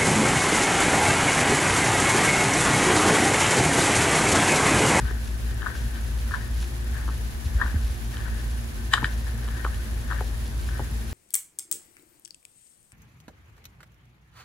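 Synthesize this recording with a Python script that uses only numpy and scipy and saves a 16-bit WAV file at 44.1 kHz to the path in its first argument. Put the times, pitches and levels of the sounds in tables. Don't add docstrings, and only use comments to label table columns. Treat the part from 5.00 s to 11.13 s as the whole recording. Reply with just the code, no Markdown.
import sys
import numpy as np
from scipy import signal
from scipy.fft import rfft, irfft, next_fast_len
from scipy.io import wavfile

SR = 44100
rng = np.random.default_rng(int(sys.argv[2]) if len(sys.argv) > 2 else 0)


def master_out(mix):
    frames = np.transpose(np.atleast_2d(mix))
    ceiling = np.clip(frames, -1, 1)
    pcm = np.round(ceiling * 32767).astype(np.int16)
    wavfile.write(sys.argv[1], SR, pcm)


N = 270333
TIME = np.arange(N) / SR
FFT_SIZE = next_fast_len(N, True)
FREQ = np.maximum(np.fft.rfftfreq(FFT_SIZE, 1 / SR), 1)
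TOP_HZ = 15700

# t/s, level/dB, rise/s, fall/s, wet fizz/dB
LICKS = [(.08, -40.5, .15, 0.096, -56), (.51, -48.5, 0.049, 0.051, -48), (.667, -39, 0.053, 0.13, -53),
         (.96, -43, 0.017, 0.055, -48), (1.343, -42.5, 0.045, 0.14, -50), (1.99, -43, 0.066, 0.09, -55),
         (2.625, -35.5, 0.037, 0.084, -57), (3.195, -42.5, 0.037, 0.057, -61),
         (3.27, -41.5, 0.04, 0.062, -62), (3.39, -45, .04, .05, -62), (3.936, -32.5, 0.014, 0.094, -26),
         (4.055, -41.5, 0.017, .06, -38), (4.28, -44.5, 0.0096, .035, -52), (4.44, -47.5, 0.069, .04, -60),
         (4.58, -44, 0.098, 0.25, -62), (5.12, -36, 0.029, 0.069, -55), (5.78, -43, 0.074, 0.055, -68)]
def tongue_pull():
    return np.sqrt(sum((amp(db) * swell(s, rise, fall)) ** 2 for s, db, rise, fall, _ in LICKS))


# f/Hz, level/dB
RASP_EQ_LEFT = [(400, -2.5), (720, -9.5), (980, -4), (1180, -28), (1420, -9), (1540, 12), (1610, -3.5),
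                (1700, 11), (1780, 4), (1850, 9.5), (2020, -12.5), (3500, -13), (12000, -46)]
RASP_EQ_RIGHT = [(400, -10), (750, -7.5), (950, -10), (1400, -10), (1600, -32), (1880, -61), (2040, -6.5),
                 (3500, -46), (12000, -41)]
def tongue_rasp(resting_db=-52.5, gain_db=1):
    left, right = crackle(per_s=1300, spread_db=6, shared=.39)
    fur = unit(np.array([colour(left, RASP_EQ_LEFT), colour(right, RASP_EQ_RIGHT)]))
    return fur * amp(gain_db) * np.hypot(tongue_pull(), amp(resting_db))


# t/s, level/dB, f/Hz, pan (left minus right)/dB
SNAGS = [(.11, -32.5, 1520, 4), (.629, -25, 1670, 12), (.641, -37, 1560, 7), (0.645, -37, 1480, 7),
         (.662, -19.5, 1540, 5), (0.6668, -18, 1580, 11), (.670, -30, 1410, 2), (0.703, -29, 1530, 3),
         (0.752, -32, 1570, 1), (1.31, -28, 1460, 3), (1.318, -26, 1700, 12), (1.333, -32, 1600, 7),
         (1.3392, -20.5, 1650, 13), (1.341, -25, 1420, 0), (1.345, -20, 1730, 13), (1.3578, -28, 1600, 7),
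         (1.955, -31, 1690, 13), (2.599, -26, 1570, 3), (2.604, -25, 1610, 3), (2.612, -27, 1630, 6),
         (2.615, -11.5, 1670, 6), (2.62, -14, 1730, 7), (2.661, -24, 1550, -2), (3.1415, -30.5, 1780, 7),
         (3.9348, -12, 1750, 15), (3.9417, -13.5, 1730, 13), (4.054, -24, 1800, 12), (4.268, -34, 1660, 11),
         (5.103, -30, 1630, 12), (5.112, -22, 1640, 12), (5.119, -22.5, 1640, 9), (5.1233, -24.5, 1350, 4),
         (5.131, -28, 1700, 4), (5.165, -33, 1650, 6), (5.689, -30, 1670, 10)]
# f/Hz, level/dB
COAT_EQ = [(400, -19), (800, -2), (1030, 8.5), (1200, 6.5), (1400, -1), (1860, -2), (2020, -37),
           (3800, -10), (6000, -40), (14000, -60)]
def snags(decay_s=.00087, trail_s=.02, trail_db=-16, small_db=-20, small_hz=1600, gain_db=1):
    out, t = np.zeros((2, N)), TIME[:SR // 16]
    hairs = crackle(per_s=3000, spread_db=2, shared=.4)
    for s, db, hz, pan_db in SNAGS:
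        add(out, s, amp(db) * pop(hz, decay_s), pan_db)
        trail = np.exp(-t / trail_s) * hairs[:, int(s * SR):][:, :len(t)]
        add(out, s, amp(db + trail_db) * trail, pan_db)
    catches = amp(small_db) * tongue_pull() * crackle(per_s=190, spread_db=2, shared=.7)
    add(out, 0, signal.fftconvolve(catches, pop(small_hz, decay_s)[None], axes=1), pan_db=5)
    return amp(gain_db) * late_right(colour(out, COAT_EQ), lag_s=.00008)


# t/s, level/dB, cavity f/Hz, decay/s, snap/dB
SMACKS = [(0.6199, -27.5, 1450, .00055, -27.5), (1.627, -36, 1510, 0.00068, -28.5),
          (2.0793, -28, 1160, 0.00039, -40), (2.088, -29, 1210, 0.00083, -37),
          (2.098, -30, 1100, 0.00034, -41), (3.1693, -28, 1600, 0.0005, -24.5),
          (3.924, -32, 1700, 0.00055, -26), (3.937, -5, 1680, 0.00078, -4),
          (3.9383, -11.5, 1100, 0.00061, -9), (3.975, -21, 1320, .0007, -40),
          (3.980, -14.5, 1450, 0.00049, -33), (4.029, -23.5, 970, 0.00078, -38),
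          (4.043, -15.5, 2050, 0.00051, -31), (4.0446, -7.5, 1730, 0.00047, -14.5),
          (4.479, -36, 1210, 0.00051, -34), (4.4864, -36.5, 1050, 0.00051, -28),
          (4.6467, -19.5, 1780, 0.00024, -45), (4.650, -15, 1350, 0.00036, -47),
          (4.654, -31, 1460, 0.0013, -48), (4.664, -22.5, 1190, 0.00076, -48),
          (4.674, -34, 1110, 0.00064, -50), (4.745, -36, 2100, .0003, -33),
          (5.2073, -22.5, 1260, 0.00028, -42), (5.2098, -27.5, 756, 0.0017, -44),
          (5.7945, -24.5, 785, 0.0005, -48), (5.8015, -24, 680, 0.0014, -42)]
def smacks(dull_hz=3400, bright_hz=22000):
    out = np.zeros((2, N))
    jaw_tunings = 1 + .005 * rng.standard_normal(len(SMACKS))
    for (s, db, hz, decay, snap_db), tuning in zip(SMACKS, jaw_tunings):
        body = low_cut(pop(hz, decay), .59 * hz)
        add(out, s, amp(db) * body, pan_db=3)
        cutoff_hz = dull_hz + bright_hz * amp(snap_db) ** 2
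        snap = high_cut(mouth_ring(tuning), cutoff_hz)
        add(out, s, amp(snap_db) * snap)
    return late_right(out, lag_s=.00006)


# f/Hz, bandwidth/Hz, level/dB
MOUTH_MODES = [(1180, 200, -2), (1747, 130, 4), (3070, 205, 8), (3563, 120, 0), (3890, 170, 3),
               (4830, 244, 1.5), (7580, 1840, 10), (9400, 2000, -6)]
def mouth_ring(tuning=1, cut_hz=900):
    t = TIME[:SR // 40]
    ring = np.zeros(len(t))
    for k, (hz, width, db) in enumerate(MOUTH_MODES):
        envelope = amp(db) * np.exp(-np.pi * width * t)
        ring += (-1) ** k * envelope * np.sin(2 * np.pi * hz * tuning * t)
    ring = low_cut(ring, cut_hz)
    return ring / np.abs(ring).max()


def saliva(stray_db=-73, spray_db=-33):
    wet = sum(amp(fizz_db) * swell(s, .6 * rise, .22 * fall) for s, _, rise, fall, fizz_db in LICKS)
    spray = sum(amp(db + spray_db) * swell(s, rise_s=.01, fall_s=.0075) for s, db, *_ in SMACKS)
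    fizz = crackle(per_s=1800, spread_db=3, shared=.4)
    strays = crackle(per_s=14, spread_db=7, shared=1)
    bubbles = np.hypot(wet, spray) * fizz + amp(stray_db) * strays
    ring = mouth_ring()
    return signal.fftconvolve(bubbles, ring[None] / np.linalg.norm(ring), axes=1)[:, :N]


# f/Hz, level/dB
LIPS_EQ = [(300, 6), (650, -8.5), (850, 4), (1850, .5), (2050, -12.5), (2300, 0.5), (2740, -4),
           (3000, -0.5), (5100, -2), (5400, -5), (6500, 2), (9000, 1), (11500, 4), (15000, -8)]
def through_lips(x):
    return colour(x, LIPS_EQ)


# t/s, level/dB, f/Hz
BUMPS = [(0.024, -23, 116), (0.039, -18, 69), (0.111, -28.5, 366), (2.085, -31.5, 317),
         (2.456, -16.5, 69.7), (2.547, -17, 65), (2.611, -25, 61), (2.742, -23.5, 210), (2.752, -12, 69),
         (4.028, -24.5, 260), (4.034, -22, 123), (4.649, -26, 434), (5.21, -25.5, 420), (5.795, -31, 440),
         (5.802, -30, 340), (5.912, -30, 120)]
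# f/Hz, level/dB
CLOTH_EQ = [(70, -22), (150, -25), (400, 3.5), (560, -7), (800, -5), (1300, -25), (3000, -49)]
def bedding_bumps(decay_cycles=.63, cloth_db=-13, settle_s=.022, pan_db=1):
    out, t = np.zeros((2, N)), TIME[:SR // 8]
    cloth = unit(colour(crackle(per_s=1900, spread_db=11.5, shared=.85), CLOTH_EQ))
    for s, db, hz in BUMPS:
        add(out, s, amp(db) * pop(hz, decay_cycles / hz), pan_db)
        sharpness = min(hz / 360, 1) ** 2
        settling = np.exp(-t / settle_s) * cloth[:, int(s * SR):][:, :len(t)]
        add(out, s, amp(db + cloth_db) * sharpness * settling, pan_db)
    return out


# t/s, level/dB, rise and fall/s
BRUSHES = [(.07, -51.5, 0.073), (.28, -49, 0.041), (.77, -47.5, 0.033), (.96, -49, 0.035),
           (1.08, -54, 0.042), (1.19, -50, 0.012), (1.35, -52.5, 0.11), (1.62, -45.5, 0.042),
           (2.09, -46, 0.03), (2.46, -47.5, 0.021), (2.57, -48, 0.037), (2.85, -49.5, 0.11),
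           (3.17, -48.5, 0.072), (3.4, -53, .04), (3.51, -47, 0.022), (4.13, -50.5, 0.084),
           (4.44, -56, 0.051), (4.57, -50, 0.02), (4.76, -47.5, 0.026), (5.0, -56, 0.13), (5.25, -50, 0.03),
           (5.46, -48.5, 0.019), (5.63, -48, 0.078), (6.1, -50.5, 0.043)]
# f/Hz, level/dB
RUSTLE_EQ = [(800, -38), (2400, 13.5), (4200, 13.5), (7000, 8.5), (8500, 0.5), (11000, 10.5), (15000, -25)]
def sheet_rustle(resting_db=-61, patchy_db=3, patches_per_s=14):
    hairs = colour(crackle(per_s=1900, spread_db=4, shared=1), RUSTLE_EQ)
    movement = sum(amp(db) * swell(s, length, length) for s, db, length in BRUSHES)
    patches = amp(patchy_db * np.tanh(drift(patches_per_s)))
    return np.hypot(movement, amp(resting_db)) * unit(hairs * patches)


# t/s, level/dB
HUM_LEVEL = [(0.0, -23.5), (.55, -27.5), (0.7, -34), (.8, -26), (1.25, -25), (1.39, -29.5), (1.67, -24),
             (1.81, -28.5), (2.09, -21.5), (2.37, -33), (2.55, -23.5), (2.64, -19.5), (2.74, -30),
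             (2.84, -24.5), (3.25, -29), (3.48, -26.5), (3.76, -30.5), (4.15, -26), (5.1, -26), (5.29, -25),
             (6.13, -27)]
# f/Hz, level/dB, pitch wander/Hz
HUM_TONES = [(114.25, -43, 1.99), (227.8, -49, 1.733), (357, -57.5, 2.46)]
def motor_hum(low_hz=57.05, low_trim_db=-3, low_waver_db=1.4, waver_db=3.5):
    swell_db = np.interp(TIME, *np.transpose(HUM_LEVEL))
    out = tone(low_hz, wander_hz=.93) * amp(low_trim_db + swell_db + low_waver_db * drift(8))
    for hz, db, wander_hz in HUM_TONES:
        out += amp(db) * unit(tone(hz, wander_hz) * amp(waver_db * drift(9.7)))
    return pan(out, pan_db=1)


# f/Hz, level/dB
ROOM_EQ = [(20, -30), (38, -12), (55, -5.5), (72, -5.5), (95, -14.5), (120, -15), (165, -26), (230, -22),
           (330, -29.5), (600, -34.5), (2000, -38), (6000, -44), (10500, -43), (15500, -49.5)]
# f/Hz, left-right correlation
ROOM_IMAGE = [(60, 0.71), (120, 0.78), (350, 0.32), (800, -0.0038), (2500, -0.22), (4500, -0.082),
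              (6600, 0.13), (8600, -0.88), (10900, 0.32), (13400, -0.57), (15500, -0.25)]
def room_tone(level_db=-33, treble_spread_db=.9):
    likeness = np.clip(across(ROOM_IMAGE), -.95, .95)
    spectra = rfft(rng.standard_normal((2, FFT_SIZE))) * amp(across(ROOM_EQ))
    mid, side = spectra * np.sqrt([1 + likeness, 1 - likeness])
    noise = unit(irfft(np.array([mid + side, mid - side]), FFT_SIZE)[:, :N])
    treble = colour(noise, [(500, -40), (2000, 0)])
    treble_gain = amp(treble_spread_db * drift(18))
    return amp(level_db) * (noise + treble * (treble_gain - 1))


# f/Hz, level/dB
TICK_EQ = [(3000, -32), (6500, 0), (10500, 7), (15000, -12)]
def camera_ticks(level_db=-44, per_s=30, first_s=.01224, width_s=.00077, halo_db=-11, halo_s=.0033):
    from_tick_s = (TIME - first_s + .5 / per_s) % (1 / per_s) - .5 / per_s
    core = np.exp(-(from_tick_s / width_s) ** 2 / 2)
    halo = amp(halo_db) * np.exp(-np.abs(from_tick_s) / halo_s)
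    hiss = unit(colour(rng.standard_normal((2, N)), TICK_EQ))
    return amp(level_db) * np.hypot(core, halo) * hiss


def reflections(x, t60_s=.18, wet_db=-12, predelay_s=.002):
    t = TIME[:SR // 3]
    tail = rng.standard_normal((2, len(t))) * amp(-60 * t / t60_s) * (t > predelay_s)
    tail /= np.linalg.norm(tail, axis=1, keepdims=True)
    return amp(wet_db) * signal.fftconvolve(x, tail, axes=1)[:, :N]


def crackle(per_s, spread_db, shared):
    clicks = (rng.random((3, N)) < per_s / SR) * rng.choice([-1, 1], (3, N))
    clicks = clicks * amp(spread_db * np.clip(rng.standard_normal((3, N)), -2, 2))
    return unit(np.sqrt(shared) * clicks[0] + np.sqrt(1 - shared) * clicks[1:])


def pop(hz, decay_s):
    t = TIME[:int(10 * decay_s * SR)]
    return t / decay_s * np.exp(1 - t / decay_s) * np.sin(2 * np.pi * hz * t)


def tone(hz, wander_hz):
    pitch_hz = hz + wander_hz * drift(5.24)
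    return unit(np.sin(2 * np.pi * np.cumsum(pitch_hz) / SR))


def swell(s, rise_s, fall_s):
    return np.exp(-np.minimum(np.maximum((s - TIME) / rise_s, (TIME - s) / fall_s), 20))


def drift(rate_hz):
    steps = rng.standard_normal(int(2 * rate_hz * N / SR) + 2)
    smooth = signal.resample(steps, 2048)
    return unit(np.interp(TIME, np.linspace(0, N / SR, len(smooth)), smooth))


def amp(db):
    return 10 ** (np.asarray(db) / 20)


def unit(x):
    return x / np.sqrt(np.mean(x ** 2))


def across(points):
    hz, value = np.transpose(points)
    return np.interp(np.log(FREQ), np.log(hz), value)


def colour(x, eq):
    return irfft(rfft(x, FFT_SIZE) * amp(across(eq)), FFT_SIZE)[..., :N]


def low_cut(x, hz):
    return signal.sosfilt(signal.butter(4, hz, "high", fs=SR, output="sos"), x)


def high_cut(x, hz):
    return signal.sosfilt(signal.butter(2, min(hz, TOP_HZ), fs=SR, output="sos"), x)


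def pan(x, pan_db):
    return amp([[pan_db / 2], [-pan_db / 2]]) * x


def late_right(x, lag_s):
    return np.array([x[0], np.interp(TIME - lag_s, TIME, x[1])])


def add(out, s, sound, pan_db=0):
    start = max(int(s * SR), 0)
    part = pan(sound, pan_db)[:, :N - start]
    out[:, start:start + part.shape[1]] += part


def scene():
    clicks = snags() + through_lips(smacks() + saliva())
    cat = tongue_rasp() + clicks + reflections(clicks)
    bedding = sheet_rustle() + bedding_bumps()
    return cat + bedding + motor_hum() + room_tone() + camera_ticks()


def record(dry, bass_hz=29):
    top_cut = signal.ellip(10, .2, 80, TOP_HZ, fs=SR, output="sos")
    return signal.sosfilt(top_cut, low_cut(dry, bass_hz))


dry = scene()
out = record(dry)
master_out(out)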